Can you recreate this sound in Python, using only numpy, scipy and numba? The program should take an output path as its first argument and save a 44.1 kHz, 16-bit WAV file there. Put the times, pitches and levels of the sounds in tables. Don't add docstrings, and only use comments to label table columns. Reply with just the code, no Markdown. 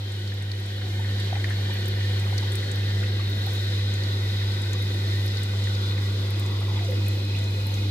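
import sys
import numpy as np
from scipy import signal
from scipy.fft import rfft, irfft, next_fast_len
from scipy.io import wavfile
from scipy.ndimage import uniform_filter1d
from numba import njit

SR = 44100
rng = np.random.default_rng(int(sys.argv[2]) if len(sys.argv) > 2 else 0)


def transcribe(u):
    v = np.clip(np.atleast_2d(u).T, -1, 1)
    q = np.round(v * 32767).astype(np.int16)
    wavfile.write(sys.argv[1], SR, q)


def amplitude_ratio(level_db):
    exponent = np.asarray(level_db, float) / 20
    return 10 ** exponent


N = 348390


def level(x, db):
    return x * amplitude_ratio(db) / np.sqrt(np.mean(x ** 2))


def at_hz(table, hz):
    table_hz, table_db = np.array(table).T
    return np.interp(np.log(hz), np.log(table_hz), table_db)


def ramp(span_s, start, end):
    return np.interp(np.arange(N) / SR, span_s, [start, end])


def walk(rate):
    hold = int(SR / rate)
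    steps = np.repeat(rng.standard_normal(N // hold + 1), hold)
    return 1.3 * uniform_filter1d(uniform_filter1d(steps, hold), hold)[:N]


@njit
def svf(x, hz, width):
    out, band, low = np.empty(len(x)), 0., 0.
    for i in range(len(x)):
        g, damping = np.tan(np.pi * hz[i] / SR), width / hz[i]
        v = (band + g * (x[i] - low)) / (1 + g * (g + damping))
        band, low, out[i] = 2 * v - band, low + 2 * g * v, damping * v
    return out


def resonate(noise, hz, width):
    centre = hz + np.zeros(len(noise))
    return svf(svf(noise, centre, width), centre, width)


def ports(mid, side, pan_db):
    return np.array([(mid + side) * amplitude_ratio(pan_db / 2), (mid - side) * amplitude_ratio(-pan_db / 2)])


# multiple, level_db under the first, left_lead_rad
HUM_ORDERS = [(1, 0, .075), (2, -22, .3), (3, -28, .5), (5, -28, 1.2), (6, -39, 1.2), (8, -41, .8),
              (9, -42, 2.6)]


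def hum(hz=100.08, hum_db=-24.5, waver_db=1.2, lean_db=-.4):
    sides = np.array([[.5], [-.5]])
    phase = 2 * np.pi * hz * np.arange(N) / SR
    tones = 0
    for k, db, lead in HUM_ORDERS:
        gain = amplitude_ratio(db + waver_db * (k > 1) * walk(8))
        tones = tones + gain * np.sin(k * phase + lead * sides + rng.uniform(0, 5.93))
    return np.sqrt(2) * tones * amplitude_ratio(hum_db + 0.79 * walk(8.8) + lean_db * sides)


# pitch_hz, side_minus_mid_db
WIDTH = [(40, -20), (130, -32), (250, -16), (400, -23), (650, -4.5), (1300, 3), (2400, 3), (4400, 1),
         (8100, 1.5), (15000, 0)]
# pitch_hz, left_minus_right_db
LEAN = [(30, -7), (60, -3.5), (350, 5), (600, 1), (1400, 4), (2500, 4.5), (4200, -5), (5300, 3),
        (6800, 1.5), (8200, -8.5), (9300, 5), (12000, 6), (15000, 6.5)]


def stereo_noise(colour, direct=0.78, echo_s=0.015):
    size = next_fast_len(N)
    hz = np.maximum(np.fft.rfftfreq(size, 1 / SR), 1)
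    source, *scattered = rfft(rng.standard_normal((3, size)))
    fade = np.exp(-np.arange(SR // 5) / SR / echo_s)
    echoes = rng.standard_normal((2, SR // 5)) * fade
    echoes = rfft(echoes / np.linalg.norm(echoes, axis=1, keepdims=True), size)
    echoes = echoes / (np.abs(echoes) + 1e-9) ** .25
    share = direct * (hz > 500) * np.minimum(7000 / hz, 1)
    mid, side = np.sqrt(1 - share) * scattered + np.sqrt(share) * source * echoes
    shape = amplitude_ratio(at_hz(colour, hz)) * (hz > colour[0][0]) * (hz < colour[-1][0])
    return hz, shape * ports(mid, side * amplitude_ratio(at_hz(WIDTH, hz)), at_hz(LEAN, hz))


# pitch_hz, level_db per Hz
RUMBLE = [(18, -25), (30, -15), (45, -8), (60, 0), (80, 0), (120, -1), (150, -61)]


def rumble(rumble_db=-47):
    hz, noise = stereo_noise(RUMBLE)
    return level(irfft(noise)[:, :N], rumble_db)


FLOW_HZ = [350, 1250, 3000, 10000]
BARE_DB = [-0.73, -1, 0.11, -0.68]
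COVERED_DB = [1, -0.5, -2, -0.5]


def flow_db(hz):
    bare_db, covered_db = (np.interp(np.log(hz), np.log(FLOW_HZ), db) for db in (BARE_DB, COVERED_DB))
    return ramp((0.36, 4), bare_db, 0) + ramp((7.1, 5.93), 0, covered_db)


# pitch_hz, level_db per Hz
WATER = [(125, -17.5), (190, -16), (380, -18), (620, -28.5), (850, -27), (1050, -30.5), (1250, -30.5),
         (2000, -39), (2720, -31), (3900, -23.5), (5200, -32.5), (6600, -37), (8200, -42.5), (9300, -47),
         (11800, -43), (15900, -52.5)]


def valve(water_db=-38, swell_db=.3, flicker_db=1.2):
    hz, noise = stereo_noise(WATER)
    out, swell = 0, walk(3.68)
    for centre in 125 * 2. ** np.arange(8):
        band = np.cos(np.clip(np.log2(hz / centre), -1, 1) * np.pi / 2) ** 2
        depth = min(centre / 1500, 1)
        moves_db = depth * (swell_db * swell + flicker_db * walk(14))
        out = out + irfft(noise * band)[:, :N] * amplitude_ratio(flow_db(centre) + moves_db)
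    return level(out, water_db)


# pitch_hz, width_hz, level_db, left_lead_rad,
# left_minus_right_db, early_change_db, late_change_db, late_s
TANK = [(154.6, 15, -53, 0.39, -5, 2, 0.5, 5.2), (305, 27, -60, 0.3, 3.5, -24, 12, 6.4),
        (364, 48, -47, 0.25, 2, 2, -5, 7), (488.4, 63, -54, 0.87, -11.5, -1, -0.5, 5),
        (550.3, 11, -56.5, 2.05, -5.5, 2.5, 1.5, 4.9), (652, 10, -58.5, 1.67, -0.5, 0.5, 2.5, 5.8),
        (740, 63, -59, 0.55, 3, 3, -7, 3.5), (891, 26, -63.5, 1.5, -3, 2.5, 7, 7.2),
        (1400, 89, -51.5, 2.51, 0, -1, -3, 6.7), (1516, 48, -54.5, 0.99, 6.5, 0, -7.5, 6.3),
        (1639, 60, -52.5, 1.2, 6, -1.5, -8.5, 3.57), (1818, 57, -49, 1.7, -0.5, 1.5, -10, 5.65),
        (1968, 70, -48.5, 0.73, 2, -2, -5, 7.2),
        (2121, 77, -54, 1.9, -9.5, 1, -0.5, 3), (2356, 150, -57.5, 1.04, 6, 2.5, 2, 6.65),
         (2506, 73, -53, 1.7, -2, -3, 5.5, 6.9), (2928, 37, -58.5, 1.7, -6.5, 6, 4, 6.5),
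         (3163, 105, -54.5, 1.9, 7, 4.5, -5, 3.8), (3462, 57, -53.5, 2, 9, -0.5, 2.5, 5.7),
         (3640, 110, -51, 2.1, 7, -1, -4, 7.5), (3739, 65, -44.5, 2.1, 5, -6, -4, 6),
         (3924, 120, -46.5, 2.2, -3, -6, -5, 4.7), (4760, 420, -68, 1.4, 4, -8, 11, 4.9),
         (4311, 68, -51, 1.07, 8, 1, -6, 4.1), (5000, 350, -54.5, 3.6, 10.5, -10, -10, 7.8),
         (4184, 63, -50.5, 1.3, -4, -16, -5, 6.3), (3940, 110, -68, 2, 9, -7, 16, 7.2)]


def tank(waver_db=1.37, shared=0.73):
    t, out = np.arange(N) / SR, 0
    early = ramp((2.13, 3.3), 1, 0)
    for hz, width, db, lead, pan_db, early_db, late_db, late_s in TANK:
        centre = hz * (1 + .004 * walk(2.5))
        noises = rng.standard_normal((2, N))
        left, other = (level(svf(svf(n, centre, 1.24 * width), centre, 1.66 * width), db) for n in noises)
        lagged = np.roll(left, int(lead * SR / (2 * np.pi * hz) + .5))
        right = np.sqrt(shared) * lagged + np.sqrt(1 - shared) * other
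        late = (1 + np.tanh((t - late_s) / 0.27)) / 2
        gain = amplitude_ratio(flow_db(hz) + early_db * early + late_db * late + waver_db * walk(11))
        out = out + gain * np.array([left * amplitude_ratio(pan_db / 2), right * amplitude_ratio(-pan_db / 2)])
    return out


def bubbles(table, ring_s, tail_s, tail_db, snap_db, rise, gain_db, early_s, attack_s, snap_s, snap_width):
    out, t = np.zeros((2, N + SR)), np.arange(SR // 10) / SR
    for s, db, hz, octaves, pan_db in table:
        ring = np.sin(2 * np.pi * hz * t * (1 + rise * t / ring_s))
        ring = ring * np.exp(-t / ring_s) * (t < 8 * ring_s) * (1 - np.exp(-t / attack_s))
        scatter = rng.standard_normal((2, len(t)))
        width = hz * min(0.59 * octaves, 1.5)
        tail = np.array([level(resonate(n, hz, width), tail_db) for n in scatter])
        tail = tail * np.exp(-t / tail_s) * np.minimum(t / 0.00018, 1)
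        snap = np.array([level(resonate(n, .95 * hz, snap_width * hz), snap_db) for n in scatter])
        snap = snap * np.exp(-t / snap_s)
        pan = amplitude_ratio(np.array([[.25], [-.25]]) * pan_db)
        start = max(int((s - early_s) * SR), 0)
        out[:, start:start + len(t)] += amplitude_ratio(db + gain_db) * (ring + tail + snap) * pan
    return out[:, :N]


def sized(table, octaves, lean):
    return [(s, db, hz, octaves, lean * at_hz(LEAN, hz)) for s, db, hz in table]


def fizz(per_s=19, db=-50, spread_db=2.0):
    s, size, pitch, lean = rng.random((int(per_s * N / SR), 4)).T
    hz = 5000 * 3 ** pitch
    return np.transpose([s * N / SR, db + spread_db * size, hz, 0.27 + 0.27 * lean, 2 * at_hz(LEAN, hz)])


# start_s, level_db, pitch_hz
POPS = [(.12, -36.5, 8300), (.424, -36, 8380), (.601, -38, 11350), (.661, -37, 8060), (1.2, -33, 8450),
        (1.5, -37, 8720), (1.737, -33, 12700), (1.858, -30.5, 7740), (1.882, -30, 13300),
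        (2.196, -30, 7650), (2.521, -29.5, 7800), (2.533, -33, 11100), (2.757, -37, 12400),
        (3.298, -32, 15200), (3.464, -30, 13900), (3.534, -31, 14800), (3.552, -36, 11500),
        (3.939, -29, 6750), (4.619, -32, 8000), (4.823, -32.5, 11200), (4.942, -35, 9800),
        (5.14, -40, 14900), (5.262, -30, 11500), (6.305, -30.5, 11600), (6.395, -30, 13400),
        (6.909, -34, 13300), (7.083, -27, 11700), (7.388, -31.5, 6940), (7.669, -30.5, 12200),
        (5.213, -40, 12200), (5.253, -42, 11900), (5.392, -44, 14500), (5.434, -39, 15000),
        (6.123, -41, 8500), (6.605, -38, 9000), (6.848, -34, 6620), (7.065, -37, 8000), (7.25, -39, 8000),
        (7.544, -47, 11900), (7.365, -41, 7500)]


def pops():
    return bubbles([*sized(POPS, octaves=.55, lean=1.5), *fizz()],
                   ring_s=0.00015, tail_s=0.007, tail_db=-10.5, snap_db=-5, rise=0.022, gain_db=-4.5,
                   early_s=.0005, attack_s=.00005, snap_s=.003, snap_width=1.1)


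# start_s, level_db, pitch_hz
SLAPS = [
    (.276, -29.5, 4240),
    (.516, -25, 4300),
    (1.441, -28, 4300),
    (2.382, -22.5, 4480),
    (2.76, -34, 5000),
    (4.036, -24.5, 4300),
    (4.52, -27, 4100),
    (5.278, -28, 5100),
    (5.371, -24.5, 4420),
    (5.75, -27.5, 4660),
]


def slaps():
    return bubbles(sized(SLAPS, octaves=.25, lean=.6),
                   ring_s=0.0015, tail_s=0.007, tail_db=-6, snap_db=-9, rise=0.011, gain_db=-2.5,
                   early_s=0, attack_s=.0002, snap_s=.003, snap_width=.9)


def splashes(count=26, db=-47, spread_db=2, centre_s=1.5, spread_s=.3):
    when, size, pitch = rng.standard_normal((count, 3)).T
    hz = 1500 * 1.37 ** np.clip(pitch, -2, 1)
    return np.transpose([centre_s + spread_s * when, db + spread_db * np.tanh(size), hz])


# start_s, level_db, pitch_hz
BLIPS = [(.322, -32, 1770), (.819, -34, 1560), (.869, -37, 712), (.996, -33, 850), (1.05, -33.5, 1850),
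         (1.197, -36, 1800), (1.330, -27, 726), (1.358, -26.5, 1940), (1.357, -33, 770), (1.368, -33, 764),
         (1.446, -24, 1866), (1.49, -35, 1950), (1.508, -28.5, 1790), (1.514, -29, 1790),
         (1.756, -31, 1850), (2.012, -32, 1870), (2.268, -34, 1010), (2.330, -32, 760), (2.430, -30.5, 900),
         (2.63, -35, 1990), (2.834, -36, 2550), (3.032, -35, 1490), (3.199, -36, 1150), (3.472, -31, 736),
         (4.751, -38, 1130), (5.539, -35, 1100), (5.674, -28.5, 1920), (6.618, -35, 1210),
         (6.792, -33, 1970), (6.923, -35, 1960), (7.069, -36, 2480), (7.352, -33, 2570), (.706, -41, 1810),
         (1.586, -42, 1830), (1.694, -43, 1880), (2.697, -40, 1540), (3.496, -39, 800), (3.55, -40, 1950),
         (3.907, -41, 1960), (4.419, -34, 1900), (4.504, -37, 1940), (4.529, -42, 1970), (5.125, -36, 1950),
         (5.981, -31, 1930), (6.266, -42, 2460), (6.619, -35, 890), (7.07, -38, 1950), (1.526, -35, 1800),
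         (1.54, -35, 1750), (1.357, -36, 2380), (1.509, -38, 2040), (1.512, -35, 1620), (1.565, -43, 1950),
         (1.59, -38, 750), (1.698, -38, 895), (2.243, -37, 2360), (2.272, -37, 820), (2.328, -38, 940),
         (2.905, -32, 1980), (3.038, -29, 1950), (3.042, -37, 2530), (3.065, -35, 1970), (3.215, -38, 2550),
         (3.28, -38, 2500), (3.478, -44, 940)]


def blips():
    return bubbles(sized([*BLIPS, *splashes()], octaves=0.45, lean=.3),
                   ring_s=0.004, tail_s=0.012, tail_db=-10.5, snap_db=-10, rise=0.014, gain_db=2,
                   early_s=.003, attack_s=.0012, snap_s=.003, snap_width=1.2)


# start_s, level_db, pitch_hz
DROPS = [(.341, -39, 12500), (.517, -46, 10000), (5.74, -40, 7000), (2.38, -26, 5560), (2.555, -25, 8800),
         (2.716, -29.5, 7400), (4.733, -29, 6400), (5.433, -29, 8040), (5.64, -35, 6540),
         (6.396, -32, 8300), (6.462, -35, 7310), (7.441, -35, 6450), (7.741, -31.5, 6630)]


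def drops():
    return bubbles(sized(DROPS, octaves=0.6, lean=1.4),
                   ring_s=0.0003, tail_s=0.007, tail_db=-7.5, snap_db=-4, rise=0.022, gain_db=-4,
                   early_s=.0005, attack_s=.00005, snap_s=.003, snap_width=2.5)


# start_s, length_s, pitch_hz, level_db
GURGLE = [
    (5.8, 0.9, 1280, -56),
    (6.4, 0.36, 1140, -51),
    (6.68, .06, 960, -48),
    (6.741, 0.048, 940, -44.5),
    (6.798, 0.051, 740, -43.5),
    (6.84, 0.04, 695, -47),
    (6.883, 0.032, 527, -35),
    (6.912, .042, 510, -35.5),
    (6.958, .045, 362, -35),
    (7.08, 0.035, 313, -40),
]


def gurgle(sag_per_s=1.9, attack_s=0.0044):
    out = np.zeros((2, N))
    for s, length, pitch, db in GURGLE:
        t = np.arange(int(1.6 * length * SR)) / SR
        hz = pitch * (1 - sag_per_s * np.minimum(t, .06))
        small = np.clip((pitch - 550) / 500, 0, 1)
        width = 120 + 260 * small ** 3
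        noises = rng.standard_normal((2, len(t)))
        mid, side = (level(resonate(n, hz, width), -5 + 5 * small) for n in noises)
        mid = mid + (1 - small) * 1.15 * np.sin(2 * np.pi * np.cumsum(hz) / SR)
        shape = np.minimum(t / attack_s, 1) * np.exp(-(t / length) ** 4)
        gain = amplitude_ratio(db + 1.2 * walk(50)[:len(t)])
        start = int(s * SR)
        out[:, start:start + len(t)] += ports(mid, .5 * side, -2.3) * shape * gain
    return out


# start_s, level_db
OUTLET = [
    (6.96, -66),
    (7.06, -48),
    (7.3, -48),
    (7.6, -46.5),
    (7.9, -53),
]


def outlet(pitch_hz=4090, width_hz=120.):
    hz = pitch_hz * (1 + .0015 * walk(3))
    mid, side = (level(resonate(n, hz, width_hz), 0) for n in rng.standard_normal((2, N)))
    db = np.interp(np.arange(N) / SR, *np.transpose(OUTLET), left=-120)
    return ports(mid, 0.53 * side, -1) * amplitude_ratio(db + 1.2 * walk(11))


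def scene():
    steady = hum() + rumble() + valve() + tank()
    opening = amplitude_ratio(ramp((0.51, 1.43), -4.5, 0))
    return steady * opening + pops() + slaps() + blips() + drops() + gurgle() + outlet()


def band_limit(x):
    return signal.sosfilt(signal.butter(12, 15830, fs=SR, output="sos"), x)


def record(dry):
    top = signal.ellip(8, .2, 13, 15730, fs=SR, output="sos")
    mix = signal.sosfilt(top, dry)
    return band_limit(mix)


dry = scene()
out = record(dry)
transcribe(out)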